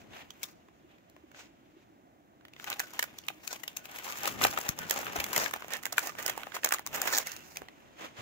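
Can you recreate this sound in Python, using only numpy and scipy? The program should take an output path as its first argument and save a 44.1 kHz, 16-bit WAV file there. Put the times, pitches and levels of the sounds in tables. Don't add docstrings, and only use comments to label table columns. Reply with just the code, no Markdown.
import sys
import numpy as np
from scipy import signal
from scipy.fft import rfft, irfft, next_fast_len
from scipy.io import wavfile
from scipy.ndimage import uniform_filter1d

SR = 44100
rng = np.random.default_rng(int(sys.argv[2]) if len(sys.argv) > 2 else 0)


def persist_wave(psi):
    counts = np.round(np.clip(psi, -1, 1) * 32767).astype(np.int16)
    wavfile.write(sys.argv[1], SR, np.atleast_2d(counts).T)


def natural_amplitude(level_db):
    exponent = np.asarray(level_db, float) / 20
    return 10 ** exponent


N = 362237

# moment in seconds, peak in dB before its lean to
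# one side, panel pitch in Hz, treble in dB (the panel sits at -9.5), time scale of the tear in ms.
SNAPS = [(0.304, -31.5, 3440, -16, 1.34), (0.431, -18.5, 2420, -3, 3.2), (0.437, -26, 3560, -10, 3),
         (0.684, -49, 750, -36, 2.2), (0.982, -54, 1980, -27, 1.9), (1.097, -47, 689, -1, 1.8),
         (1.163, -41.5, 670, -39, 1.3), (1.315, -45.5, 1380, -16, 1.8), (1.345, -44, 1500, -35, 1.9),
         (2.409, -53, 1500, -32, 1.9), (2.45, -38.5, 1840, -19, 1.3), (2.482, -43.5, 1910, -15, 1.8),
         (2.534, -40, 2600, -19, 1.6), (2.563, -40.5, 2070, -38, 1.6), (2.597, -35, 1630, -28, 1.2),
         (2.642, -26, 1960, -8, 1.7), (2.7, -19, 1100, 3, 1.6), (2.717, -29, 2150, -32, 1.04),
         (2.727, -23.5, 2630, -31, 1.36), (2.794, -15, 2000, -3.5, 1.57), (2.8, -12.5, 1500, -9, 1.43),
         (2.934, -33, 935, -6, 2), (2.992, -15.5, 1800, -10, 2.7), (3.026, -14.5, 1670, -9, 2.37),
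         (3.039, -27, 1400, -10, 2), (3.14, -44, 880, -21, 1.6), (3.185, -25, 3470, -7, 1.83),
         (3.237, -44, 2900, -25, 1.7), (3.265, -39, 2600, 6, 1.3), (3.283, -17.5, 2480, -15, 1.3),
         (3.301, -35, 790, -29, 3.6), (3.475, -20.5, 2580, -5, 1.58), (3.528, -22, 680, -3, 1.6),
         (3.635, -28, 1970, -10.5, 3.1), (3.678, -23, 2700, -12, 2.1), (3.765, -25, 2630, -6, 1.7),
         (3.769, -19, 2660, -2.5, 1.43), (3.854, -30, 2680, -9.5, 1.6), (3.985, -27.5, 2040, -10, 2.65),
         (4.066, -34, 865, -20, 2.4), (4.078, -30, 935, -19, 2.9), (4.122, -23, 2650, -10.5, 1.3),
         (4.185, -28, 813, 2, 1.7), (4.232, -18.5, 834, -4, 1.9), (4.255, -19.5, 2280, -11, 2),
         (4.274, -16.5, 1200, -6.5, 1.57), (4.413, -19, 1200, -29, 2.6), (4.418, -17.5, 2120, -8, 2),
         (4.438, -9, 3900, -8, 3.3), (4.449, -7.5, 810, -15.5, 2.54), (4.507, -27, 738, 2, 2),
         (4.526, -27.5, 1240, -31, 1.54), (4.574, -18.5, 1210, -31, 2.56), (4.586, -21, 670, -10, 2.03),
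         (4.689, -8, 1190, -1, 1.64), (4.788, -16.5, 925, 0, 1.12), (4.896, -19.5, 1170, 13, 1.9),
         (4.908, -8, 1800, -5.5, 1.53), (4.939, -25, 606, 6, 2.6), (4.988, -21, 590, -8.5, 2),
         (5.029, -32, 810, -29, 1.6), (5.066, -24.5, 1410, -37, 1.12), (5.158, -26, 557, -35, 3.24),
         (5.201, -15.5, 2420, -11, 4.1), (5.24, -17, 2310, -5.5, 1.5), (5.263, -25, 1300, -7, 1.3),
         (5.33, -13, 1030, 0, 1.93), (5.362, -10.5, 2110, -6.5, 2), (5.377, -10.5, 620, -2, 1),
         (5.459, -20, 1680, -24, 1.8), (5.51, -26.5, 1250, -9, 2.4), (5.536, -13.5, 1250, -14.5, 2.43),
         (5.56, -29, 866, -17, 2.7), (5.621, -29, 1200, -26, 1.23), (5.644, -31, 710, -33, 0.94),
         (5.681, -31.5, 544, -7, 1.4), (5.734, -17, 1910, 29, 1.44), (5.767, -25, 1900, 4, 1.5),
         (5.828, -31, 1500, 1, 1.4), (5.833, -27, 1720, -8.5, 1.8), (5.854, -16, 1950, -8, 1.65),
         (5.864, -23, 1050, -11, 1.27), (5.925, -17.5, 774, -1.5, 3), (5.972, -29.5, 2000, 8, 1.3),
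         (5.98, -7.5, 1374, -13.5, 1.53), (5.991, -19, 1500, 3, 2.1), (6.119, -37, 1500, -18, 1.8),
         (6.151, -34.5, 850, -21, 1.5), (6.232, -33, 630, 2, 1.8), (6.261, -16, 666, 3, 1.13),
         (6.278, -15.5, 1980, -7, 0.57), (6.296, -14.5, 1940, -8.5, 2.8), (6.353, -40, 720, -27, 3),
         (6.376, -24.5, 900, -12.5, 1.55), (6.432, -28, 1500, -22, 0.65), (6.468, -30.5, 810, -40, 1.1),
         (6.519, -36, 1420, -35, 1.6), (6.565, -26.5, 1150, -22, 1.7), (6.632, -23, 1800, -28, 0.91),
         (6.645, -7.5, 1700, -3.5, 2.4), (6.659, -20, 677, -9, 2.25), (6.671, -24.5, 1500, -24, 1.46),
         (6.688, -20.5, 1200, 5, 2), (6.707, -25, 1500, -15, 1.05), (6.722, -12, 1150, -11, 2.66),
         (6.737, -13.5, 1500, -2.5, 2.6), (6.743, -15, 1200, -6, 1.1), (6.783, -25.5, 1960, -15.5, 0.99),
         (6.792, -23.5, 820, -11, 1.33), (6.863, -20.5, 1130, -3.5, 1.6), (6.871, -23, 2130, -5.5, 1.64),
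         (6.944, -25, 1880, -7, 2.6), (7.016, -13, 1620, -1.5, 1.7), (7.074, -18, 1500, -9, 3.4),
         (7.126, -18, 1520, -6, 2), (7.176, -10.5, 1500, -3.5, 1.08), (7.183, -11, 1680, 3, 2.7),
         (7.269, -18, 2160, -4.5, 1.36), (7.317, -26, 1890, 2, 2.1), (7.363, -28.5, 2580, -3, 1.4),
         (7.558, -32, 2200, -13, 2.1), (7.569, -20, 2440, -6.5, 1.13), (7.617, -33.5, 480, -52, 1.25),
         (7.684, -35.5, 1960, -46, 1.2)]
# time in seconds, rustle drive in dB.
HANDLING = [(0, -62), (.1, -72.5), (.4, -63.5), (.63, -75), (.9, -74.5), (1.75, -72.5), (2.35, -99),
            (2.62, -57), (2.9, -59), (3.42, -65), (3.8, -62), (3.97, -51), (4.15, -46.5), (4.34, -52),
            (4.5, -52), (4.66, -47), (4.75, -62.5), (4.83, -56), (4.98, -45), (5.11, -53.5), (5.3, -51.5),
            (5.42, -45.5), (5.52, -56), (5.81, -62), (6.15, -62.5), (6.43, -54.5), (6.61, -64.5),
            (6.88, -68), (7.2, -51.5), (7.26, -60), (7.55, -64.5), (7.75, -67.5), (8.21, -69.5)]
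# frequency in Hz, gain in dB.
SHEET = [(90, -19.5), (300, -7.5), (700, 1), (1200, -2.5), (1800, -0.5), (2700, 2), (3600, -2.5),
         (6000, -19)]
ALIKE = 0.32


def level(x, db):
    return x * natural_amplitude(db) / np.sqrt(np.mean(x ** 2))


def colour(x, points):
    hz, db = np.transpose(points)
    size = next_fast_len(x.shape[-1])
    f = np.arange(size // 2 + 1) * SR / size
    gain = natural_amplitude(np.interp(np.log(f + 1), np.log(hz), db))
    return irfft(rfft(x, size) * gain, size)[..., :x.shape[-1]]


def ring(x, hz, width_hz):
    return signal.lfilter(*signal.iirpeak(hz, hz / width_hz, fs=SR), x)


def above(x, hz):
    return signal.sosfilt(signal.butter(3, hz, "high", fs=SR, output="sos"), x)


def pair(size, alike):
    shared, left, right = rng.standard_normal((3, size))
    alike = np.clip(alike, 0, 1)
    return np.sqrt(alike) * shared + np.sqrt(1 - alike) * np.array([left, right])


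def walk(rate):
    k = int(SR / rate)
    steps = np.repeat(rng.standard_normal(N // k + 1), k)
    return np.sqrt(1.5) * uniform_filter1d(steps, k)[:N]


def along(curve):
    s, *columns = np.transpose(curve)
    return [np.interp(np.arange(N) / SR, s, c) for c in columns]


def crackle(rate, spread_db, tail_ms):
    sizes = natural_amplitude(spread_db * np.minimum(rng.exponential(size=N), 2.5))
    starts = (rng.random(N) < rate / SR) * sizes
    return level(signal.lfilter([1], [1, -np.exp(-1000 / (tail_ms * SR))], starts), 0)


def fan():
    # frequency in Hz, gain in dB.
    air_colour = [(30, -22), (60, -3), (110, -1), (200, 0.5), (320, 5.5), (460, -6.5), (680, -0.5),
                  (900, -8.5), (2000, -15.5), (4000, -26.5), (8000, -52), (16000, -92)]
    # time in seconds (the hum peaks 15 ms later), peak in dB at the right.
    hum_rows = [(0.833, -55), (1.226, -51), (1.756, -52.5)]
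    air = colour(pair(N, 0.67), air_colour)
    waver = sum(ring(air, hz, .12 * hz) * .5 * walk(18) for hz in (320, 690))
    t = np.arange(N) / SR
    tone = np.sin(2 * np.pi * 345 * t)
    hums = sum(natural_amplitude(db) * np.exp(-((t - s - .015) / 0.0067) ** 2) * tone for s, db in hum_rows)
    air = level(air + waver, -64) + hums
    return np.array([np.roll(air[0], 20) * natural_amplitude(-1.5), air[1]])


def wooden_table():
    # time in seconds, rumble in dB ahead of the lean to the left.
    weight = [(0, -61), (2.3, -112), (2.58, -65.5), (3.94, -70.5), (4.44, -48.5), (4.62, -59.5),
              (5.28, -55.5), (5.75, -63.5), (6.4, -62.5), (6.75, -78), (6.98, -54.5), (7.11, -64.5),
              (7.33, -63.5), (7.95, -70), (8.21, -65)]
    # start in seconds, level in dB ahead of attack, decay and
    # port balance, pitch in Hz, time to fall 60 dB in seconds.
    thuds = [(4.274, -48.5, 183, 0.045), (4.447, -43, 109, 0.19), (4.693, -26.5, 148, 0.024),
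             (4.8, -49, 175, 0.26), (5.183, -37, 69.5, 0.039), (5.38, -42.5, 195, 0.12),
             (7.616, -54, 74.4, 0.072), (8.187, -49, 112, 0.24)]
    rumble_db, = along(weight)
    noise = pair(N, 0.3) * natural_amplitude(2.2 * walk(18))
    board = level(ring(noise, 125, 120) + 0.87 * ring(noise, 240, 158), 0)
    out = board * natural_amplitude(rumble_db + np.array([[2.5], [-2.5]]))
    for s, db, hz, t60 in thuds:
        t = np.maximum(np.arange(N) / SR - s, 0)
        tone = np.sin(2 * np.pi * hz * t + np.array([[0], [1.3]]))
        attack = 1 - np.exp(-t / 0.0006)
        knock = tone * attack * natural_amplitude(db - 60 * t / max(t60, .01))
        out = out + knock * np.array([[1.3], [.8]])
    return above(out, 36)


def drag():
    # time in seconds, level in dB.
    strength = [(7.18, -95), (7.27, -50), (7.4, -59), (7.54, -77), (7.6, -102)]
    # centre in Hz, width in Hz, relative level in dB before flicker.
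    sheet_modes = [(1520, 140, -2), (1940, 120, 2), (2700, 180, 2.5)]
    noise = pair(N, ALIKE)
    modes = sum(level(ring(noise, hz, width_hz), db) * natural_amplitude(3.7 * walk(25)) for hz, width_hz, db in sheet_modes)
    return level(modes, 0) * natural_amplitude(along(strength)[0])


def swell(s, hold_s, rise_db_per_s, fall_db_per_s):
    t = np.arange(N) / SR - s
    return natural_amplitude(-2 * (rise_db_per_s * np.maximum(-t, 0) + fall_db_per_s * np.maximum(t - hold_s, 0)))


def fade(power, db_per_s):
    return signal.lfilter([1], [1, -natural_amplitude(-2 * db_per_s / SR)], power)


def motion():
    # moment of full speed in seconds, hold in seconds,
    # rustle drive in dB, hiss in dB against that rustle.
    slides = [(0.126, 0.081, -54.5, -10), (0.453, 0.057, -63.5, 6.5), (0.905, 0.035, -66.5, -26),
              (1.366, 0.039, -52.5, 2), (1.431, .02, -62, -3), (1.773, 0.051, -69, -8),
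              (2.681, 0.043, -45, -10), (2.949, 0.025, -51, -5.5), (3.438, 0.016, -57, 1.5),
              (3.515, 0.039, -47.5, 0), (4.242, 0.043, -41, -6), (4.414, 0.006, -38, -4),
              (4.438, 0.016, -31.5, -2.5), (4.789, 0.046, -50, -2.5), (5.162, 0.015, -43.5, -1.5),
              (5.358, 0.099, -43, -0.5), (5.716, 0.019, -45, -7), (6.032, 0.031, -42, 2),
              (6.197, 0.029, -47, -1), (6.284, 0.01, -44, -4.5), (6.547, 0.01, -46.5, 0.5),
              (6.938, 0.1, -44, -3), (7.058, 0.095, -42, 2), (7.262, 0.062, -55.5, 6.5),
              (7.33, 0.24, -67, 9.5), (7.994, 0.067, -55.5, -11), (8.175, 0.029, -57.5, -20)]
    slide_rise_db_per_s, slide_fall_db_per_s = 605, 317
    ahead_db, ahead_db_per_s, ahead_hiss_db = -38, 810, -2
    settle_db, settle_db_per_s, settle_hiss_db = -36, 313, -15
    steady_db, = along(HANDLING)
    steady_hiss_db = steady_db - 4 + 0.16 * (steady_db + 52.0)
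    rustle, hiss = natural_amplitude(2 * steady_db), natural_amplitude(2 * steady_hiss_db)
    for s, hold_s, db, hiss_db in slides:
        power = natural_amplitude(2 * db) * swell(s, hold_s, slide_rise_db_per_s, slide_fall_db_per_s)
        rustle = rustle + power
        hiss = hiss + power * natural_amplitude(2 * hiss_db)
    freed = np.zeros(N)
    for s, db, *_ in SNAPS:
        freed[int(s * SR)] += natural_amplitude(2 * db)
    settle = natural_amplitude(2 * settle_db) * fade(freed, settle_db_per_s)
    ahead = natural_amplitude(2 * ahead_db) * fade(freed[::-1], ahead_db_per_s)[::-1]
    hiss = hiss + settle * natural_amplitude(2 * settle_hiss_db) + ahead * natural_amplitude(2 * ahead_hiss_db)
    return 10 * np.log10(rustle + settle + ahead), 10 * np.log10(hiss)


def rub():
    # time in seconds,
    # level in dB of its low flap against the body of the rustle.
    slack = [(0, -7), (2.4, -49), (3.7, -23), (4.1, -21.5), (5.1, 0), (5.8, -10), (7.1, -6), (7.35, -9.5),
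             (8.2, 7)]
    rustle_db, hiss_db = motion()
    handling_db, = along(HANDLING)
    pressure = np.clip((np.minimum(rustle_db, handling_db + 8) + 69.5) / 14, .15, 1)
    grain = 0.71 + 0.53 * pressure * crackle(200, spread_db=4.0, tail_ms=2.5)
    friction = pair(N, ALIKE) * grain * natural_amplitude(1.2 * walk(90) + 1.2 * pressure * walk(30))
    body = colour(friction, SHEET)
    body = body + sum(ring(body, hz, 0.032 * hz) * 1.9 * pressure * walk(25) for hz in (810, 1210, 1500, 1800))
    flap = level(ring(above(friction, 128), 530, 1460), 0)
    body = level(body, 0) + flap * natural_amplitude(along(slack)[0])
    busy = np.clip((handling_db + 73) / 7, .1, 1)
    finest = level(above(friction, 4670), 6.1) * busy * natural_amplitude(2.2 * walk(55))
    broad = level(ring(ring(above(friction, 1840), 4580, 4900), 5100, 6000), 0)
    hiss = broad * natural_amplitude(2.5 * walk(30)) + finest
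    hiss = level(hiss * (1 + 0.6 * pressure * crackle(90, spread_db=4.0, tail_ms=1.5)), 1.0)
    return body * natural_amplitude(rustle_db) + hiss * natural_amplitude(hiss_db)


def small_snaps():
    most_per_s = 30
    chance, spread = rng.random((400, 2)), rng.standard_normal((400, 4))
    s = chance[:, 0] * N / SR
    rustle_db = np.interp(s, *np.transpose(HANDLING))
    busy = np.clip((rustle_db + 67.5) / 14, 0, 1)
    peak_db = rustle_db + 15.5 - 2 * spread[:, 0]
    pitch_hz = np.clip(1200 * np.exp(0.15 * spread[:, 1]), 400, 4000)
    treble_db = -4.5 + 8 * spread[:, 2]
    tear_ms = 2.1 * np.exp(0.23 * spread[:, 3])
    rows = np.transpose([s, peak_db, pitch_hz, treble_db, tear_ms])
    return list(rows[chance[:, 1] < busy * most_per_s * N / SR / len(s)])


def snaps():
    size = 4096
    t = np.arange(size) / SR
    out = np.zeros((2, N + size))
    for s, db, hz, treble_db, tear_ms in SNAPS + small_snaps():
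        u = t * 1000 / max(tear_ms, .3)
        ragged = natural_amplitude(3.44 * np.repeat(rng.standard_normal(size // 24 + 1), 24)[:size])
        tear = u ** 2 * np.exp(-u ** 2 / 2)
        flutter = 0.17 * np.minimum(u / 2, 1) ** 2 * np.exp(-t / 0.005)
        cracks = pair(size, ALIKE) * ragged
        burst = cracks * (tear + flutter)
        panel = level(ring(burst, hz, 120 + 0.067 * hz), 0)
        overtone_hz = hz * (1.2 + 0.547 * rng.random())
        panel = panel + level(ring(burst, overtone_hz, 0.043 * hz), -10.0)
        sheet = colour(burst, [(f * np.sqrt(hz / 1300), g) for f, g in SHEET])
        panel = panel + level(sheet, -1.2)
        treble = above(cracks * (tear + 0.47 * flutter), 3010)
        snap = level(panel, -9.5) + level(treble, treble_db)
        snap = snap * natural_amplitude(db) / np.abs(snap).max()
        side_db = 3.6 * rng.standard_normal()
        i = max(int((s + 0.002 - np.sqrt(2) * tear_ms / 1000) * SR), 0)
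        out[:, i:i + size] += snap * natural_amplitude(np.array([[side_db], [-side_db]]) / 2)
    return out[:, :N]


def ports(x):
    # time in seconds, delay of the left port in ms, left minus right in dB.
    hand = [(0, 0.49, 0), (.9, 0.27, -1), (2.4, -0.12, 0), (4, -0.26, 1), (5.4, -0.29, 1),
            (5.7, -0.11, -3.5), (7.199, -0.13, -2.5), (7.27, 0.42, -3.5), (8.2, 0.45, -1)]
    lag_ms, pan_db = along(hand)
    i = np.clip(np.arange(N) - np.round(lag_ms * SR / 1000).astype(int), 0, N - 1)
    return np.array([x[0, i], x[1]]) * natural_amplitude(np.array([pan_db, -pan_db]) / 2)


def room(x):
    t60_s, echo_db = 0.11, -13.5
    t = np.arange(int(.4 * SR)) / SR
    tail = rng.standard_normal((2, len(t))) * natural_amplitude(-60 * t / t60_s) * (t > .004)
    tail = colour(tail, [(200, -25.0), (2000, -22.5), (15000, -21.0)])
    tail = tail / np.sqrt(np.sum(tail ** 2, axis=1, keepdims=True))
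    return natural_amplitude(echo_db) * signal.fftconvolve(x, tail, axes=1)[:, :N]


def scene():
    paper = ports(snaps() + rub() + drag())
    return paper + room(paper) + wooden_table() + fan()


def top_cut(x):
    return signal.sosfilt(signal.butter(12, 16970, fs=SR, output="sos"), x)


def record(dry):
    # frequency in Hz, gain in dB.
    treble_colour = [(3500, 3.5), (4600, 0.5), (6900, 6.5), (8000, -0.5), (9600, -5.5), (12000, 0),
                     (15600, 3.5), (16100, -28.5)]
    hiss = natural_amplitude(-78.5) * rng.standard_normal(dry.shape)
    mix = colour(dry + hiss, treble_colour)
    return top_cut(mix)


dry = scene()
out = record(dry)
persist_wave(out)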